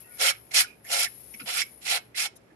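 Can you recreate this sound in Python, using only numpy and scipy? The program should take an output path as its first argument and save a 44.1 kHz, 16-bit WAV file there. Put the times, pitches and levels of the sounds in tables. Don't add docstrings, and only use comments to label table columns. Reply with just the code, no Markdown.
import sys
import numpy as np
from scipy import signal
from scipy.fft import rfft, irfft
from scipy.io import wavfile

SR = 44100
rng = np.random.default_rng(int(sys.argv[2]) if len(sys.argv) > 2 else 0)


def voltage_ratio(level):
    return 10 ** (np.asarray(level, float) / 20)


def generate_wav(sig):
    pcm = np.round(np.clip(np.atleast_2d(sig).T, -1, 1) * 32767).astype(np.int16)
    wavfile.write(sys.argv[1], SR, pcm)


N = 112455
TIME = np.arange(N) / SR

TRAY_HZ = 1187
RUN_IN_S = 1


def rms_one(x):
    return x / np.sqrt(np.mean(x ** 2) + 1e-20)


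def cut(x, hz, kind, order=2):
    return signal.sosfilt(signal.butter(order, hz, kind, fs=SR, output="sos"), x)


def drift(hz):
    run_in = RUN_IN_S * SR
    return rms_one(cut(rng.standard_normal(N + run_in), hz, "low")[run_in:])


def resonance(x, hz, width_hz):
    r = np.exp(-np.pi * width_hz / SR)
    top = np.array([1, 0, -1]) * (1 - r * r) / 2
    return signal.lfilter(top, [1, -2 * r * np.cos(2 * np.pi * hz / SR), r * r], x)


def bells(x, rows):
    for hz, width_hz, db in rows:
        turn = -2 * np.cos(2 * np.pi * hz / SR)
        a = np.sqrt(voltage_ratio(db))
        k = np.tan(np.pi * width_hz / SR)
        x = signal.lfilter([1 + k * a, turn, 1 - k * a], [1 + k / a, turn, 1 - k / a], x)
    return x


def tail(x, t60):
    t = np.arange(SR // 2) / SR
    h = rng.standard_normal((2, len(t))) * voltage_ratio(-60 * t / t60)
    h = h / np.sqrt(np.sum(h ** 2, 1, keepdims=True))
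    return signal.fftconvolve(x[None], h, axes=1)[:, :N]


def wire_ticks():
    ticks_per_s, spread_db = 9000, 2.0
    chatter_db, chatter_hz = 0.9, 125
    hits = rng.random((2, N)) < ticks_per_s / SR
    strength = voltage_ratio(spread_db * np.minimum(rng.exponential(1, (2, N)), 4))
    ticks = rms_one(hits * strength * rng.choice([-1, 1], (2, N)))
    return ticks * voltage_ratio(chatter_db * drift(chatter_hz))


# time in seconds, level in dB.
STROKES = [
    [(0.16, -58), (0.182, -54.5), (0.202, -28), (0.22, -24), (0.262, -19.5), (0.306, -25), (0.335, -62)],
    [(0.503, -74), (0.511, -47), (0.529, -45.5), (0.543, -26.5), (0.567, -20.5), (0.609, -19), (0.66, -55)],
    [(0.838, -70), (0.848, -58.5), (0.874, -56), (0.916, -29.5), (0.946, -26.5), (1.048, -26),
     (1.064, -44.5), (1.09, -71)],
    [(1.452, -44), (1.466, -38), (1.492, -29.5), (1.522, -33.5), (1.582, -24.5), (1.612, -29), (1.618, -31),
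     (1.645, -66)],
    [(1.805, -64), (1.817, -51.5), (1.845, -45), (1.863, -31.5), (1.895, -26), (1.927, -22.5),
     (1.973, -25.5), (2.0, -62)],
    [(2.14, -75), (2.152, -45), (2.184, -26.5), (2.262, -29.5), (2.285, -64)],
]
# tray drumming in dB at start, at end, brightness in dB at start, at end.
STROKE_COLOURS = [(1, -14.5, 1, 0), (2.5, -23.5, 3, 0.93), (7.5, -15, 3, 1.2), (2, -27.5, -2.5, 1),
                  (-16.5, -4.5, 1, -3.5), (-31, -5.5, 1, 0)]
# level in dB of deep tray, high tray, card bend,
# card edge, wires, and then of the tray at the right port.
STROKE_VOICING = [(4.5, -2, 2.5, 0, 0.91, -3), (-14, -3.3, 2.5, -0.77, 1.6, -9.5),
                  (0.5, 0.48, 0.5, 0.71, 1.5, -14.5), (-8, -1.9, -1.5, -0.39, 2.8, 1.5),
                  (-11, 1.6, -5, -1, 1.4, -3), (-5, 2.8, -3, -1.6, 2.6, 0)]
# pitch in Hz, width in Hz, level in dB.
BODY_RESONANCES = [(555, 55, 0.5), (734, 183, -4), (852, 42, -2), (1361, 94, -0.5), (1457, 620, -11.5),
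                   (2186, 127, -4), (2586, 250, -7), (3093, 194, 1), (4020, 670, 3), (3450, 144, -3),
                   (4896, 205, -1), (5418, 207, 2.5), (6030, 136, -11), (10740, 2130, -4)]
RESONANCE_FAMILY = [0, 1, 1, 2, 2, 3, 3, 3, 3, 3, 4, 4, 4, 6]


def scrape():
    fade_s = 0.013
    bright_hz, low_cut_hz = 4530, 413
    plain_db, sway_db, sway_hz = -6.5, 3.8, 30.0
    press, tray_db, bright_db = np.zeros((3, N))
    voice = np.zeros((7, N))
    for rows, colour, voicing in zip(STROKES, STROKE_COLOURS, STROKE_VOICING):
        s, db = np.transpose(rows)
        ends = s[[0, -1]]
        contact = np.clip(np.minimum(TIME - s[0], s[-1] - TIME) / fade_s, 0, 1)
        press += contact * voltage_ratio(np.interp(TIME, s, db))
        tray_db += (contact > 0) * np.interp(TIME, ends, colour[:2])
        bright_db += (contact > 0) * np.interp(TIME, ends, colour[2:])
        voice[:6, TIME > s[0]] = np.array(voicing)[:, None]
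    ticks = wire_ticks()
    low = cut(ticks, TRAY_HZ, "low", order=4)
    middle = cut(cut(ticks, TRAY_HZ, "high", order=4), bright_hz, "low")
    high = cut(ticks, bright_hz, "high")
    drive = press * (voltage_ratio(tray_db) * low + middle + voltage_ratio(bright_db) * high) + 1e-18
    body = voltage_ratio(plain_db) * drive
    for (hz, width_hz, db), family in zip(BODY_RESONANCES, RESONANCE_FAMILY):
        level_db = db + voice[family] + sway_db * drift(sway_hz)
        body = body + resonance(drive * voltage_ratio(level_db), hz, width_hz)
    return voltage_ratio(2.5) * cut(body, low_cut_hz, "high", order=4), voice[5]


# start in seconds, level in dB, length in seconds,
# pitch in Hz, sharpness of the pitch (Q).
TOUCHES = [(0.013, -68, 0.093, 2650, 40), (0.054, -61, 0.14, 1450, 30.), (0.106, -64, 0.1, 2214, 20),
           (0.027, -65, 0.2, 1876, 30.), (.238, -36.5, 0.013, 1330, 15.), (0.297, -28, 0.014, 1340, 10),
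           (0.885, -45, 0.03, 2900, 20), (0.507, -47.5, 0.021, 2130, 12.), (0.507, -56, 0.019, 3500, 22),
           (0.633, -34, 0.017, 1450, 10), (0.648, -55, .11, 2430, 22.), (0.843, -48, 0.025, 1750, 8),
           (.858, -50, .03, 2050, 10), (.845, -62, .02, 6500, 14), (.881, -56, 0.004, 7550, 2.5),
           (1.05, -33.5, .03, 1810, 6.6), (1.338, -44, 0.016, 2300, 6), (1.337, -54, 0.014, 5600, 12),
           (0.508, -56, .003, 5000, 1.2), (2.357, -66, .02, 3900, 12), (1.64, -62, .06, 2250, 12),
           (.33, -53, .04, 2200, 5), (1.395, -43, 0.016, 2300, 5), (1.397, -54, .018, 4900, 10),
           (1.4, -56, .03, 4000, 14), (1.396, -40.5, 0.028, 1330, 8.), (1.413, -50, .014, 2500, 4),
           (1.468, -44, .02, 900, 10), (1.81, -61, .035, 2600, 2.5), (1.815, -58, .03, 3900, 12),
           (1.9, -42, .08, 830, 9), (2.144, -42, .016, 1900, 3), (2.155, -44, .014, 3900, 10),
           (2.25, -40, .022, 850, 9), (1.837, -59, 0.0018, 9000, 2.5), (2.355, -64, 0.033, 6000, 2.1),
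           (2.417, -72, 0.0035, 5000, 1.5), (2.495, -65.5, 0.034, 1700, 12)]


def touches():
    out = np.zeros((2, N))
    grit = rng.standard_normal((2, N))
    for s, db, length, hz, q in TOUCHES:
        shape = np.sin(np.pi * np.clip((TIME - s) / length, 0, 1) ** 0.6)
        ring = resonance(shape * grit + 1e-18, hz, hz / q)
        ring = resonance(ring, hz, 3 * hz / q)
        out += voltage_ratio(db) * np.sqrt(q * SR / hz / 3) * ring
    return out


# pitch in Hz, level in dB, time to fade 60 dB in seconds.
SNAP_MODES = [(2300, 0, .008), (3300, -5, .004), (5400, -1, .006), (7200, -5, .004)]
# delay in seconds, level in dB.
SNAP_BOUNCES = [
    (0, 0),
    (.0019, -4),
    (.0046, -7),
    (.0071, -11),
]


def snap():
    start_s, level_db = 1.6175, -20
    delay_s, bounce_db = np.transpose(SNAP_BOUNCES)
    age = np.maximum(TIME - start_s - delay_s[:, None], 0)
    rings = 0
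    for hz, db, t60 in SNAP_MODES:
        rings = rings + voltage_ratio(level_db + db - 60 * age / t60) * np.sin(2 * np.pi * hz * age)
    return cut(voltage_ratio(bounce_db) @ rings, TRAY_HZ, "high", order=4)


# start in seconds, level in dB, pitch in Hz.
BUMPS = [(1.34, -45, 224), (1.395, -49, 330), (1.411, -37, 270), (1.418, -47, 480), (1.424, -42, 130),
         (1.43, -38.5, 205), (2.33, -53, 350), (2.517, -46, 314)]


def bumps():
    t60_s, rise_s = 0.08, 0.003
    out = np.zeros(N)
    for s, db, hz in BUMPS:
        age = np.maximum(TIME - s, 0)
        rise = (1 - np.exp(-age / rise_s)) ** 2
        out += voltage_ratio(db - 60 * age / t60_s) * rise * np.sin(2 * np.pi * hz * age)
    return out


# time in seconds, level in dB.
RUSTLE = [(0, -48.5), (0.013, -48.5), (0.051, -56.5), (0.098, -57.5), (.14, -50), (.19, -48.5),
          (.41, -60.5), (.5, -58.5), (.77, -68), (0.833, -69), (.85, -51.5), (1.09, -50.5), (1.22, -51),
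          (1.44, -48.5), (1.7, -53.5), (1.8, -58), (2.07, -67), (2.141, -81)]
# pitch in Hz, width in Hz, level in dB.
RUSTLE_PEAKS = [(10350, 330, 2), (10800, 300, -9), (11400, 330, 3), (11950, 350, -1), (12400, 500, -8)]
# start in seconds, length in seconds, level in dB.
FLICK = (2.355, 0.023, -54.5)


def rustle():
    streak_db, streak_hz = 1.5, 7.4
    right_db, body_db = -10, -14.5
    level_db, flicker_db, flicker_hz = 4.5, -0.5, 40.0
    noise = rng.standard_normal((2, N))
    streaks = 0
    for hz, width_hz, db in RUSTLE_PEAKS:
        streak = resonance(resonance(noise, hz, width_hz), hz, width_hz)
        streaks = streaks + voltage_ratio(db + streak_db * drift(streak_hz)) * streak
    hiss = rms_one(streaks) * voltage_ratio([[0], [right_db]])
    hiss = hiss + voltage_ratio(body_db) * cut(noise, 1500, "high")
    s, db = np.transpose(RUSTLE)
    flick_s, flick_length_s, flick_db = FLICK
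    flick = np.sin(np.pi * np.clip((TIME - flick_s) / flick_length_s, 0, 1))
    level = voltage_ratio(np.interp(TIME, s, db)) + voltage_ratio(flick_db) * flick
    return hiss * level * voltage_ratio(level_db + flicker_db * drift(flicker_hz))


# frequency in Hz, level in dB per Hz.
AIR = [(25, -56), (55, -27.5), (110, -5.5), (400, -6), (780, -13.5), (2000, -25), (5000, -36.5),
       (14000, -48)]
# pitch in Hz, level in dB, width in Hz.
HUM = [(64.4, -71, 2.7), (115.3, -67.5, 4.8)]


def air():
    level_db, alike_hz, apart = -59, 527, 0.1
    hz = np.maximum(np.fft.rfftfreq(N, 1 / SR), 1)
    air_hz, air_db = np.transpose(AIR)
    colour = voltage_ratio(np.interp(np.log(hz), np.log(air_hz), air_db))
    difference = apart + hz / np.hypot(hz, alike_hz)
    spectra = rfft(rng.standard_normal((2, N))) * colour
    mid, side = irfft(spectra * [np.ones_like(hz), difference], N)
    noise = rng.standard_normal(N + RUN_IN_S * SR)
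    hum = np.zeros(N)
    for hum_hz, db, width_hz in HUM:
        hum += voltage_ratio(db) * rms_one(resonance(noise, hum_hz, width_hz)[RUN_IN_S * SR:])
    return voltage_ratio(level_db) * rms_one(mid + side * np.array([[1], [-1]])) + hum


# frequency in Hz, width in Hz, level in dB.
LEFT_PATH = [(610, 130, 0), (722, 180, 6.5), (1060, 314, -8), (1490, 170, 3), (1940, 100, -3.5)]


def scene():
    screen_from_hz, screen_t60_s, screen_db = 1790, 0.058, -3
    room_cut_hz, room_t60_s, room_db = 4300, 0.25, -15.5
    right_lag_s, touch_ring_db = 0.00024, 0.5
    stroke, right_db = scrape()
    touch = touches() + snap()
    card = stroke + touch
    ringing = stroke[0] + voltage_ratio(touch_ring_db) * touch[0]
    bass = cut(card[0], screen_from_hz, "low")
    n = np.arange(N)
    late_bass = np.interp(n - right_lag_s * SR, n, bass)
    heard = np.array([bass, late_bass]) + cut(card, screen_from_hz, "high")
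    heard += voltage_ratio(screen_db) * tail(ringing, screen_t60_s)
    heard += voltage_ratio(room_db) * tail(cut(ringing, room_cut_hz, "low", order=1), room_t60_s)
    left = bells(heard[0], LEFT_PATH)
    right = heard[1] + (voltage_ratio(right_db) - 1) * cut(heard[1], TRAY_HZ, "low", order=1)
    return np.array([left, right]) + bumps() + rustle() + air()


def top_cut(x):
    return signal.sosfilt(signal.butter(12, 16320, fs=SR, output="sos"), x)


# frequency in Hz, width in Hz, level in dB.
LEFT_PORT = [(4750, 1300, 3), (7980, 1240, -4.5), (10060, 5700, 9), (13070, 1270, -9.5),
             (15080, 4000, -15.5)]
RIGHT_PORT = [(1020, 203, -4), (2334, 1260, 8.5), (4540, 370, -1), (5170, 650, 6.5), (7020, 150, 6.5),
              (8710, 770, 11.5), (8180, 5100, 6.5), (10350, 2100, -3), (11800, 740, 3),
              (14180, 1600, -17.5)]
# frequency in
# Hz, width in Hz, level in dB.
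NARROW_DIPS = [(8650, 500, -26), (9950, 450, -30), (10350, 450, -30), (12700, 500, -28), (13200, 500, -28)]


def record(dry):
    hiss_db, hiss_hz, top_hz = -84.5, 12500, 15950
    left = bells(dry[0], LEFT_PORT + NARROW_DIPS[:1])
    right = bells(dry[1], RIGHT_PORT + NARROW_DIPS[1:])
    hiss = cut(rng.standard_normal((2, N)), hiss_hz, "high", order=4)
    ports = np.array([left, right]) + voltage_ratio(hiss_db) * hiss
    ports = signal.sosfilt(signal.cheby2(12, 60, top_hz, fs=SR, output="sos"), ports)
    return top_cut(ports)


dry = scene()
out = record(dry)
generate_wav(out)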